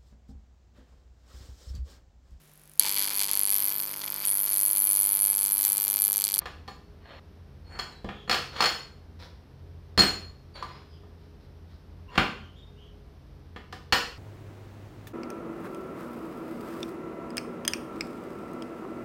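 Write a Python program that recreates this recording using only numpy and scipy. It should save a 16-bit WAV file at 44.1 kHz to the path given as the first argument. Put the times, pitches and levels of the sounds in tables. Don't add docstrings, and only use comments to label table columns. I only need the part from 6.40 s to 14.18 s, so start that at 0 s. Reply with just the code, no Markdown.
import sys
import numpy as np
from scipy import signal
from scipy.fft import rfft, irfft
from scipy.io import wavfile
from scipy.ndimage import uniform_filter1d

SR = 44100
rng = np.random.default_rng(int(sys.argv[2]) if len(sys.argv) > 2 else 0)


def wav_out(sig):
    wavfile.write(sys.argv[1], SR, np.round(np.clip(np.atleast_2d(sig).T, -1, 1) * 32767).astype(np.int16))


N = 343084
TIME = np.arange(SR * 3 // 4) / SR
RING_SWELL = 1 - np.exp(-TIME / .0012)


def amp(db):
    return 10 ** (np.asarray(db) / 20)


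def read(points, hz):
    table_hz, value = np.transpose(points)
    return np.interp(np.log(hz + 1), np.log(table_hz + 1), value)


def unit(x):
    return x / (np.linalg.norm(x) + 1e-12)


def evened(x):
    return unit(x) * np.sqrt(len(x))


def add(mix, start_s, sound):
    part = mix[max(round(start_s * SR), 0):][:len(sound)]
    part += sound[:len(part)]


def colour(x, points, treble_db=0, corner_hz=2700, size=4096):
    hz = abs(np.fft.fftfreq(size, 1 / SR))
    treble_step = np.clip(np.log2((hz + 1) / corner_hz), 0, 1)
    log_gain = np.log(amp(read(points, hz) + treble_db * treble_step))
    taps = np.fft.ifft(np.exp(np.conj(signal.hilbert(log_gain)))).real
    return signal.fftconvolve(x, taps[:size // 2])[:len(x)]


def ring(modes, damping=1, spread=0.):
    total = np.zeros(len(TIME))
    for hz, db, t60_s in modes:
        detuned_hz = hz * (1 + spread * rng.standard_normal())
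        decay = amp(db - 60 * damping * TIME / t60_s)
        total += decay * np.sin(2 * np.pi * (detuned_hz * TIME + rng.random()))
    return unit(total)


def narrow(hz, width_hz):
    pole = np.exp(-np.pi * width_hz / SR)
    z = rng.standard_normal(len(hz)) + 1j * rng.standard_normal(len(hz))
    for _ in range(2):
        z = signal.lfilter([1 - pole], [1, -pole], z)
    return evened((z * np.exp(2j * np.pi * np.cumsum(hz) / SR)).real)


# frequency in Hz, t60 in seconds.
ROOM_DECAY = [(100, 0.5), (260, .5), (700, 0.46), (1800, 0.4414), (4800, 0.4444), (13000, 0.41)]


def room(x, wet, build_s=0.0056):
    hz, t, z = signal.stft(rng.standard_normal(len(TIME)), SR, nperseg=256)
    decay = amp(-60 * t / read(ROOM_DECAY, hz)[:, None])
    tail = signal.istft(z * decay, SR, nperseg=256)[1][:len(TIME)]
    tail = unit(tail * (1 - np.exp(-(TIME / build_s) ** 2)))
    wet = np.clip(wet, 0, 1)
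    return np.sqrt(1 - wet) * x + np.sqrt(wet) * signal.fftconvolve(x, tail)[:N]


# frequency in Hz, relative level in dB per Hz.
AIR_SHAPE = [(15, -30.5), (30, -11.5), (55, -0.5), (85, 0), (110, -15), (160, -7), (250, -14.5), (400, -17),
             (600, -22), (1000, -26.5), (2500, -35.5), (5500, -38.5), (7000, -52), (15000, -50),
             (16000, -72.5)]
# frequency in Hz, rms level in dB.
HUM_TONES = [(50, -59), (85.5, -53), (134, -59.5), (301, -72), (413, -65.5), (482, -76.5)]


def background(air_db=-51.5, waver_hz=5):
    gain = amp(read(AIR_SHAPE, np.fft.rfftfreq(N, 1 / SR)))
    air = irfft(rfft(rng.standard_normal(N)) * gain, N)
    hum = sum(amp(db) * narrow(np.full(N, hz), waver_hz) for hz, db in HUM_TONES)
    return amp(air_db) * evened(air) + hum


def friction(level_db, grain_db=5):
    n = len(level_db)
    catches = rng.standard_normal(n) * amp(grain_db * np.minimum(rng.exponential(1, n), 5))
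    clumps = amp(2 * evened(uniform_filter1d(rng.standard_normal(n), size=160)))
    force = evened(catches * clumps) * amp(level_db) * signal.windows.tukey(n, .15)
    return np.pad(force, (0, SR // 2))


# frequency in Hz, relative level end-on in dB, sideways in dB, t60 in seconds.
HANDLE_MODES = [(3036, -28, -13.5, .16), (3290, -28, -9.5, 0.1), (4097, -14, -20.5, 0.064),
                (4230, -27.5, -12.5, 0.11), (4263, -1, -4.5, 0.12), (4332, 0, -6, 0.062),
                (4350, -20, -2.5, 0.12), (4340, -28, 0.5, 0.058), (4420, -17.5, 3, 0.043),
                (5182, -28.5, -2, 0.062), (5930, -33, -20.5, .12), (6966, -17.5, -21, 0.22),
                (7000, -26, -21.5, 0.16), (8220, -24.5, -25.5, .18), (8311, -32.5, -23, 0.097),
                (9000, -37.5, -30.5, 0.1), (10000, -26.5, -35.5, 0.11), (11040, -32, -37.5, 0.19),
                (12060, -29.5, -28.5, 0.23), (15223, -37, -36.5, .17)]
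END_ON_MODES = [(hz, end_db, t60_s) for hz, end_db, side_db, t60_s in HANDLE_MODES]
SIDEWAYS_MODES = [(hz, side_db, t60_s) for hz, end_db, side_db, t60_s in HANDLE_MODES]
SLIDING_MODES = [(hz, (end_db + side_db) / 2, t60_s) for hz, end_db, side_db, t60_s in HANDLE_MODES]
# frequency in Hz, relative level in dB per Hz.
RUB_COLOUR = [(100, -12), (500, 7), (1000, 6), (1800, 4.5), (2800, -1.5), (3800, -3), (5200, -12.5),
              (7000, -31.5), (15000, -38)]
# start in seconds, fastest in seconds, end in seconds, force level when fastest in dB,
# ring against rub in dB, treble step in dB.
SLIDE_EVENTS = [(0, .005, 0.045, -47.5, -11, 3), (0.591, 0.704, 1.01, -48.5, -13, -3),
                (1.254, 1.356, 1.59, -46.5, -8.5, -21), (2.11, 2.203, 2.316, -32.5, -7.5, 7.5),
                (4.138, 4.144, 4.45, -45, -9.5, 2), (5.687, 5.76, 5.78, -42.5, -14, -1),
                (7.451, 7.496, 6.36, -40, -23, -3)]
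SLOW_DB = -16.5


def slides(rows):
    out = np.zeros(N)
    for start_s, fastest_s, end_s, db, ring_db, treble_db in rows:
        t = np.arange(start_s, end_s, 1 / SR)
        speed_db = np.interp(t, np.sort([start_s, fastest_s, end_s]), [SLOW_DB, 0, SLOW_DB])
        force = friction(db + speed_db)
        song = signal.fftconvolve(force, ring(SLIDING_MODES, damping=2.7, spread=0.004))[:len(force)]
        rub = unit(colour(force, RUB_COLOUR, treble_db))
        add(out, start_s, np.linalg.norm(force) * (rub + amp(ring_db) * unit(song)))
    return out


def contact(t60_s, click, rise_s=0.00069, size=4096):
    t = TIME[:size]
    chatter = rng.standard_normal(size) * amp(-60 * t / t60_s) * (1 - np.exp(-t / rise_s))
    spectrum = rfft(chatter)
    flat = irfft(spectrum / (abs(spectrum) + 1e-9), size)
    force = unit(flat * amp(-20 * t / t60_s))
    force[0] += click
    return force


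# frequency in Hz, relative level in dB per Hz.
KNOCK_COLOUR = [(60, -19.5), (300, -7), (650, -5), (950, -4.5), (1400, 2), (2200, -3.5), (2800, -1),
                (3700, -8), (4900, -7.5), (6000, -16.5), (8000, -23.5), (11000, -29), (16000, -30.5)]
BOARD_COLOUR = [(25, -17.5), (50, -2), (130, -7.5), (220, -4.5), (380, -2), (600, -11), (1200, -23.5),
                (4000, -52), (16000, -78)]
# frequency in Hz, relative level in dB, t60 in seconds.
ROCKING_MODES = [(36, -14, .45), (51.6, -3, 0.21), (103, -1, .15), (186, 1, 0.14), (212, 2, 0.18)]
CASTING_MODES = [(396, -6.5, 0.084), (483, 3, 0.059), (736, 5, 0.038), (793, 3.5, 0.045),
                 (1275, -3.5, 0.037), (1684, -6.5, 0.13), (1799, 0.5, 0.075), (1910, -6.5, 0.082),
                 (2164, -7, 0.097), (3370, -1, .05)]
SCREW_MODES = [(948, -5.5, 0.022), (1026, 1, 0.043), (1164, -2, 0.049), (1196, -6, 0.067), (1254, 1, 0.031)]
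CASTING_DB, CASTING_GROWTH = -3.5, 0.62
SCREW_DB, SCREW_GROWTH = -8.5, 0.41


def strike(strength_db, thud_db, treble_db, ring_db, end_on, rocking_db=-1.5, grip=0.00092):
    click = unit(colour(contact(t60_s=.045, click=0.54), KNOCK_COLOUR, treble_db))
    thump = unit(colour(contact(t60_s=0.053, click=0.63), BOARD_COLOUR))
    knock = amp(strength_db) * click + amp(thud_db) * thump
    casting = amp(CASTING_DB + CASTING_GROWTH * strength_db) * ring(CASTING_MODES, spread=0.017)
    rocking = amp(thud_db + rocking_db) * ring(ROCKING_MODES)
    screw = amp(SCREW_DB + SCREW_GROWTH * strength_db) * ring(SCREW_MODES, spread=0.02)
    end_on = np.clip(end_on, 0, 1)
    steel = np.sqrt(end_on) * ring(END_ON_MODES, spread=grip)
    steel += np.sqrt(1 - end_on) * ring(SIDEWAYS_MODES, spread=2 * grip)
    return knock, casting + rocking + screw + amp(ring_db) * steel


# time in seconds, strength in dB, board thud in dB,
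# bar ring in dB, treble step in dB.
HELD_KNOCKS = [ (0.017, -24, -27, -39, -7), (0.057, -9.5, -23, -19, -2), (1.645, -23, -5.5, -33, 3),
               (1.689, -10.5, -17, -36, -11), (1.877, -20, -17, -21, -8), (4.226, -16, -21, -19, 3.5),
               (4.634, -50, -26, -49, 0), (5.755, -12, -18, -22, -2), (5.778, 12, 5, -3.5, -10),
               (7.162, -16.5, -18.5, -33, -5.5), (7.326, -14, -16.5, -31, 5.5)]
HELD_END_ON = 1
# start in seconds, length in seconds,
# time between contacts in seconds, first strength in dB, first board thud in dB, bar ring at second contact in dB,
# ring change per contact away from the second in dB, end-on share 0-1.
HANDLE_RATTLES = [ (0.278, .005, .005, -19.5, -21.5, -19.5, 2, .55),
                  (1.390, .006, .006, -9, -31, -7.5, 3, 0), (1.896, .052, 0.016, 4.5, -10.5, 6.5, -7, 0),
                  (2.206, .053, 0.017, 5.5, -15, 3.5, 2, .3), (3.577, .057, .0142, 5.5, 6, 16.5, -6.5, 0.9),
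                  (7.5244, .005, .005, 9.5, -2, 1.5, 5.5, 0.24)]
REBOUND_DB, REBOUND_THUD_DB, RATTLE_TREBLE_DB = -1.08, -5.5, 2.5


def contacts():
    for start_s, strength_db, thud_db, ring_db, treble_db in HELD_KNOCKS:
        yield start_s, *strike(strength_db, thud_db, treble_db, ring_db, HELD_END_ON)
    for start_s, length_s, gap_s, strength_db, thud_db, ring_db, change_db, end_on in HANDLE_RATTLES:
        for k in range(round(length_s / gap_s) + 1):
            knock, ringing = strike(strength_db + k * REBOUND_DB, thud_db + k * REBOUND_THUD_DB,
                                    RATTLE_TREBLE_DB, ring_db + abs(k - 1) * change_db, end_on)
            yield start_s + k * gap_s, knock, ringing


def handle_blows():
    knocks, rings = np.zeros((2, N))
    for start_s, knock, ringing in contacts():
        add(knocks, start_s, knock)
        add(rings, start_s, RING_SWELL * ringing)
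    return knocks, rings


# start in seconds, end in seconds, middle pitch in Hz,
# rise in Hz, width in Hz, level before the common trim in dB.
SQUEAK_EVENTS = [(1.231, 1.395, 4380, 140, 42, -55), (1.497, 1.61, 4000, -120, 60, -58.5),
                 (1.603, 1.90, 3400, -100, 519, -54.5), (4.136, 4.174, 4540, -140, 90, -45),
                 (4.273, 4.402, 4970, 400, 400, -59), (4.453, 4.592, 5030, -300, 400, -65),
                 (4.493, 4.61, 3220, -900, 454, -65), (5.667, 5.743, 1032, -68, 110, -52),
                 (5.67, 5.743, 2830, 0, 140, -54.5), (5.945, 6.103, 3150, -100, 400, -56),
                 (6.137, 6.22, 3420, 248, 400, -58), (6.149, 6.27, 3665, 46, 30, -60),
                 (6.344, 6.509, 3134, 328, 350, -59)]
SQUEAK_SAG = 0.82


def squeaks(trim_db=-2, octave_db=-22):
    out = np.zeros(N)
    for start_s, end_s, middle_hz, rise_hz, width_hz, db in SQUEAK_EVENTS:
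        place = np.linspace(-1, 1, max(round((end_s - start_s) * SR), 64))
        hz = middle_hz + rise_hz * place / 2 - SQUEAK_SAG * width_hz * place ** 2
        tone = narrow(hz, width_hz) + amp(octave_db) * narrow(2 * hz, 2 * width_hz)
        add(out, start_s, amp(db + trim_db) * tone * signal.windows.tukey(len(hz), .7))
    return out


# time in seconds, level in dB.
SLACK_CLUNKS = [(2.205, 9), (4.225, -2.5), (5.778, 5.5)]


def clunks():
    out = np.zeros(N)
    for start_s, db in SLACK_CLUNKS:
        add(out, start_s, RING_SWELL * amp(db) * ring(SCREW_MODES, spread=0.0091))
    return out


# start in seconds, force level in dB.
PALM_BRUSHES = [(2.789, -50), (4.785, -68.5), (4.991, -69), (5.28, -65)]
BRUSH_S, BRUSH_TREBLE_DB = .078, 16


def brushes():
    out = np.zeros(N)
    for start_s, db in PALM_BRUSHES:
        force = friction(np.full(round(BRUSH_S * SR), db))
        rub = unit(colour(force, RUB_COLOUR, BRUSH_TREBLE_DB))
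        add(out, start_s, np.linalg.norm(force) * rub)
    return out


CUT_S = .797


def scene(wet=0.53):
    early = slides([row for row in SLIDE_EVENTS if row[0] < CUT_S])
    early = room(early, wet) * (np.arange(N) < CUT_S * SR)
    late = slides([row for row in SLIDE_EVENTS if row[0] >= CUT_S])
    knocks, rings = handle_blows()
    noises = room(knocks + late + brushes() + squeaks(), wet)
    ringing = room(rings + clunks(), wet=0.3)
    return (early + noises + ringing + background())[None]


def record(dry, edge_hz=15850):
    lowpass = signal.firwin(511, edge_hz, window=("kaiser", 9), fs=SR)
    return signal.oaconvolve(dry, lowpass[None], "same")


dry = scene()
out = record(dry)
wav_out(out)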